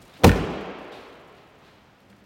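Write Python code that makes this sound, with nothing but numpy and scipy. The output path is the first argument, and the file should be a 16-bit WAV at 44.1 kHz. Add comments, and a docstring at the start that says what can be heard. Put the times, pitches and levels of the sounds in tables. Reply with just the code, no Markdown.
"""A large hard-walled garage bay, the microphone close to a pickup door. Shoes scuff over the ventilation.
A quarter second in, the door pushes air ahead of it and slams: the latch snaps over the striker,
the steel shell booms twice and the loose pawl rattles. The floor and the truck's side answer at once,
the far wall a little later. The bay rings on for over a second while someone softly steps back."""
import sys
import numpy as np
from scipy import signal
from scipy.fft import rfft, irfft, next_fast_len
from scipy.io import wavfile

SR = 44100
rng = np.random.default_rng(int(sys.argv[2]) if len(sys.argv) > 2 else 0)


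def to_wav(s):
    """Save 16-bit WAV."""
    ch = np.atleast_2d(s).T  # columns
    pcm = np.round(np.clip(ch, -1, 1) * 32767)  # PCM
    wavfile.write(sys.argv[1], SR, pcm.astype(np.int16))


N = 99225

# Blows on the door shell. Each row: start in seconds, level in dB, hardness as a corner in Hz.
DOOR_BLOWS = [(.2357, -15, 1800), (0.2436, 0, 1030), (0.2698, -11.5, 680), (0.2778, -2, 210)]
# Modes of the shell and the cab behind it. Each row: pitch in Hz, level in dB, t60 in seconds.
SHELL_MODES = [(52.5, -13.5, 0.33), (92.7, -7, 0.16), (128, -5.5, 0.13), (155, -9, .08), (190.5, -1.5, .12),
               (222.2, -4.5, 0.074), (257, -10.5, 0.058), (304, -12, 0.11), (402, -7.5, 0.053),
               (473, -8, 0.1), (770, -8.5, 0.065), (890, -16.5, 0.033)]
# Crunch of countless short-lived modes in panels and trim. Each row: frequency in Hz, gain in dB.
CRUNCH_SPECTRUM = [(40, 6), (130, -2), (220, 1), (400, 1), (530, -1), (670, -27), (800, -5.5), (1050, -7.5),
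                   (1300, -17), (3000, -27), (9000, -39)]
# Metal contacts of latch and door edge.
# Each row: start in seconds, level in dB, t60 in seconds, tilt in dB per octave.
LATCH_CLACKS = [(.2355, -15, .05, -2.5), (0.2416, -10, 0.045, 0.5), (0.2446, -10, 0.028, 1),
                (0.2469, -15, 0.041, .5), (0.267, -24.5, 0.077, 2), (.277, -25.5, 0.052, 1.5)]
# The pawl knocking in its play. Each row: start in seconds, level in dB.
PAWL_KNOCKS = [(0.2921, -14), (0.3155, -18.5), (0.346, -31), (0.371, -34)]
# Ringing latch parts and pawl. Each row: pitch in Hz, level in dB.
LATCH_MODES = [(1502, -37), (2347, -22), (2510, -29), (3677, -28)]
PAWL_MODES = [(1470, -2.5), (1810, -4.5)]
# Noise of a clack, a pawl knock and the air in the door gap. Each row: frequency in Hz, gain in dB.
CLACK_SPECTRUM = [(100, -27), (400, 10), (1000, 5.5), (1600, -1.5), (3500, -5.5), (6000, -11), (10000, -19),
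                  (15500, -19)]
KNOCK_SPECTRUM = [(300, -6), (1100, 3.5), (1600, 8.5), (2400, 7.5), (3500, -4), (7000, -9.5),
                  (15500, -26.5)]
GAP_SPECTRUM = [(25, -30), (80, -9.5), (300, 2), (450, 0.5), (700, -3), (2000, -22.5), (8000, -45)]
# Echoes off floor and truck, off the far wall, and all round the bay as it starts to ring.
# Each row: frequency in Hz, gain in dB.
NEAR_SPECTRUM = [(50, -10.5), (200, -22.5), (600, -14), (2000, -10), (6000, -12.5), (15000, -8)]
WALL_SPECTRUM = [(40, -28), (120, -16.5), (300, -16.5), (600, -15.5), (1500, -37), (5000, -22),
                 (15000, -26)]
BAY_SPECTRUM = [(25, -13), (50, -2.5), (110, 2), (220, -1), (320, -2), (500, -8), (900, -14), (1700, -22),
                (2700, -25), (4000, -31), (6000, -37.5), (9000, -38), (15000, -35)]
# How long the bay rings. Each row: frequency in Hz, t60 in seconds.
BAY_DECAY = [(50, 1.3), (110, 0.61), (220, 1.4956), (500, 2.4249), (1400, 3), (3000, 2.66), (6000, 1.47),
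             (10000, 0.53), (15000, 0.36)]
# Shoes and clothes scuffing. Each row: start in seconds, level in dB, rise and t60 in seconds.
SHOE_SCUFFS = [(.06, -55.5, 0.036, 1), (0.129, -50.5, 0.011, 0.44), (0.161, -50, 0.008, 0.063),
               (.915, -46.5, 0.0096, 1), (1.29, -58.5, 0.1, 0.36), (1.6, -55.5, 0.055, 1.0)]
# Small taps of moving about. Each row: start in seconds, level in dB, tilt in dB per octave.
SMALL_TAPS = [(0.071, -58, 5), (0.137, -54, 8), (2.003, -60, 9), (2.1, -55, 6), (2.127, -49, -3)]
# Soft footfalls. Each row: start in seconds, level in dB.
SOFT_FOOTFALLS = [(1.863, -53), (2.096, -46), (2.214, -48)]
# Noise of scuffs and taps, of cloth and of the ventilation. Each row: frequency in Hz, gain in dB.
SCUFF_SPECTRUM = [(150, -1), (600, 2), (1500, 0.5), (4000, -0.5), (6000, -15), (9000, -21), (15000, -27)]
CLOTH_SPECTRUM = [(500, -20), (3000, 0.5), (7000, -1), (10000, -4), (15000, -9)]
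VENT_SPECTRUM = [(20, -6), (45, -1.5), (110, 0), (220, -2), (320, -6), (550, -6.5), (1200, -12.5),
                 (3000, -18.5), (6000, -30.5), (10000, -43), (15500, -37.5)]
# Loudness of the cloth and of the ventilation. Each row: time in seconds, level in dB.
CLOTH_LEVELS = [(0, -63.5), (.19, -65.5), (.3, -65), (.95, -73), (1.2, -73.5), (1.7, -79), (1.9, -85),
                (2.1, -73), (2.25, -75.5)]
VENT_LEVELS = [(0, -49.5), (.22, -55.5), (.6, -57.5), (1.4, -54), (2.25, -55.5)]

CRUNCH_DB, KNOCK_NOISE_DB = -4.5, -6.5  # relative to each blow or knock
GAP_PEAK_DB, GAP_RISE_DB_PER_S, GAP_SHUT_S = -25, 514, 0.249
BAY_START_S, BAY_BUILD_S, BAY_DB = 0.22, 0.059, -19
RIPPLE_DB, RIPPLE_STEP_HZ = 2.5, 21.93  # uneven ringing across the bay's echo
WALL_DELAY_S = 0.1083
CLOTH_TICKS_PER_S = 220
LOW_CUT_HZ, TOP_HZ, CEILING = 60, 15900, 0.97


def door_shell():
    """Close up, each blow rings the shell and crunches its trim; soft blows reach only the low modes."""
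    out = np.zeros(N)
    for start, db, corner in DOOR_BLOWS:
        rolloff_db = lambda hz: -10 * np.log10(1 + (hz / corner) ** 4)
        modes = sum(amp(level + rolloff_db(hz)) * ring(start, hz, t60, swell_cycles=0.46)
                    for hz, level, t60 in SHELL_MODES)
        crunch = noise([(hz, level + rolloff_db(hz)) for hz, level in CRUNCH_SPECTRUM])
        crunch *= amp(CRUNCH_DB) * burst(start, rise=0.0021, t60=0.09)
        out += amp(db) * (modes + crunch)
    return out


def latch_snap():
    """The latch snaps over the striker: each metal contact clacks and rings the steel parts."""
    out = np.zeros(N)
    for start, db, t60, tilt in LATCH_CLACKS:
        steel = sum(amp(level + rng.normal(0, 1.6)) * ring(start, hz, t60=0.09, swell_cycles=0.79)
                    for hz, level in LATCH_MODES)
        clack = burst(start, rise=0.00058, t60=t60) * noise(CLACK_SPECTRUM, tilt)
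        out += amp(db) * (clack + steel)
    return out


def pawl_rattle():
    """The loose pawl knocks in its play and rings briefly, weaker each time."""
    out = np.zeros(N)
    for start, db in PAWL_KNOCKS:
        pawl = sum(amp(level) * ring(start, hz, t60=0.04, swell_cycles=0.71) for hz, level in PAWL_MODES)
        knock = amp(KNOCK_NOISE_DB) * burst(start, rise=0.00092, t60=0.025) * noise(KNOCK_SPECTRUM)
        out += amp(db) * (pawl + knock)
    return out


def gap_air():
    """Air squeezed out of the closing gap swells until the door lands."""
    seconds_left = np.maximum(GAP_SHUT_S - since(0), 0)
    swell = amp(GAP_PEAK_DB - GAP_RISE_DB_PER_S * seconds_left)
    return swell * fade(since(GAP_SHUT_S), t60=0.05) * noise(GAP_SPECTRUM)


def reflections(door):
    """Floor and truck throw the slam straight back to the microphone; the far wall adds a dull slap."""
    near = rng.standard_normal(N) * burst(0.001, rise=0.017, t60=0.15)
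    slap = rng.standard_normal(N) * burst(WALL_DELAY_S, rise=0.0046, t60=0.15)
    near = coloured(near / np.linalg.norm(near), NEAR_SPECTRUM)
    slap = coloured(slap / np.linalg.norm(slap), WALL_SPECTRUM)
    return signal.fftconvolve(door, near + slap)[:N]


def bay_echo():
    """The hard walls return a faintly ringing wash of noise; bass and treble die first."""
    hz, times, spectra = signal.stft(noise(BAY_SPECTRUM), SR, nperseg=2048)
    age = np.maximum(times - BAY_START_S, 0)
    decay = fade(age, along(BAY_DECAY, hz)[:, None])
    uneven = np.interp(hz / RIPPLE_STEP_HZ, np.arange(len(hz)), rng.standard_normal(len(hz)))
    ripple = unit(amp(RIPPLE_DB * uneven))[:, None]
    wash = signal.istft(spectra * ripple * decay, SR, nperseg=2048)[1][:N]
    build = 1 - np.exp(-(since(BAY_START_S) / BAY_BUILD_S) ** 2)
    return amp(BAY_DB) * wash * build


def footwork():
    """Shoes scuff and tap beside the truck, and soft footfalls ring low."""
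    scuffs = sum(amp(db) * burst(start, rise, t60) * noise(SCUFF_SPECTRUM)
                 for start, db, rise, t60 in SHOE_SCUFFS)
    taps = sum(amp(db) * burst(start, rise=0.00043, t60=0.035) * noise(SCUFF_SPECTRUM, tilt)
               for start, db, tilt in SMALL_TAPS)
    falls = sum(amp(db) * ring(start, hz=200, t60=0.32, swell_cycles=0.7) for start, db in SOFT_FOOTFALLS)
    return scuffs + taps + falls


def cloth_rustle():
    """Moving clothes give off tiny ticks of random size."""
    ticks = (rng.random(N) < CLOTH_TICKS_PER_S / SR) * rng.random(N)
    grains = signal.fftconvolve(ticks, fade(since(0), t60=0.043))[:N]
    return level_curve(CLOTH_LEVELS) * unit(grains * noise(CLOTH_SPECTRUM))


def ventilation():
    """Room tone behind it all: a low rush of air whose level drifts a little."""
    return level_curve(VENT_LEVELS) * noise(VENT_SPECTRUM)


def amp(db):
    """Decibels as an amplitude ratio."""
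    return 10 ** (np.asarray(db) / 20)


def unit(x):
    """x scaled to rms 1."""
    return x / np.sqrt(np.mean(x ** 2) + 1e-20)


def along(points, hz):
    """(Hz, value) points read off on a log frequency axis."""
    point_hz, values = np.transpose(points)
    return np.interp(np.log(hz + 1), np.log(point_hz + 1), values)


def since(start):
    """Seconds since start, zero before."""
    return np.maximum(np.arange(N) / SR - start, 0)


def level_curve(points):
    """Amplitude that follows (seconds, dB) points."""
    return amp(np.interp(since(0), *np.transpose(points)))


def fade(t, t60):
    """Exponential decay, 60 dB down after t60 seconds."""
    return np.exp(-np.log(1000) * t / t60)


def burst(start, rise, t60):
    """A straight rise, then an exponential decay; times in seconds."""
    return np.minimum(since(start) / rise, 1) * fade(since(start + rise), t60)


def ring(start, hz, t60, swell_cycles):
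    """One struck mode that swells over a part of its cycle."""
    t = since(start)
    return np.sin(2 * np.pi * hz * t) * fade(t, t60) * (1 - np.exp(-t * hz / swell_cycles))


def noise(spectrum, tilt_db=0):
    """Noise of rms 1 with a (Hz, dB) spectrum, tilted by tilt_db per octave above 200 Hz."""
    hz = np.fft.rfftfreq(N, 1 / SR)
    octaves = np.log2(np.maximum(hz, 200))
    gain = amp(along(spectrum, hz) + tilt_db * octaves)
    return unit(irfft(rfft(rng.standard_normal(N)) * gain, N))


def coloured(x, spectrum):
    """x through a causal filter with the given (Hz, dB) gains."""
    size = 2 * next_fast_len(N)
    gain = amp(along(spectrum, np.fft.rfftfreq(size, 1 / SR)))
    cepstrum = irfft(np.log(gain), size)
    cepstrum[1:size // 2] *= 2  # folded onto positive time for minimum phase
    cepstrum[size // 2 + 1:] = 0
    return irfft(rfft(x, size) * np.exp(rfft(cepstrum)), size)[:N]


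def scene():
    """One spot beside the truck, in mono: the door up front, the bay and its quiet sounds behind."""
    door = door_shell() + latch_snap() + pawl_rattle() + gap_air()
    return (door + reflections(door) + bay_echo() + footwork() + cloth_rustle() + ventilation())[None]


def record(dry):
    """The microphone drops the deepest bass, rounds off the highest peaks and cuts the top treble."""
    low_cut = signal.butter(2, LOW_CUT_HZ, 'highpass', fs=SR, output='sos')
    lean = signal.sosfilt(low_cut, dry)
    rounded = lean / (1 + np.abs(lean / CEILING) ** 6) ** (1 / 6)
    size = next_fast_len(N + SR // 2)
    in_band = np.fft.rfftfreq(size, 1 / SR) < TOP_HZ
    return irfft(rfft(rounded, size) * in_band, size)[..., :N]


dry = scene()
out = record(dry)
to_wav(out)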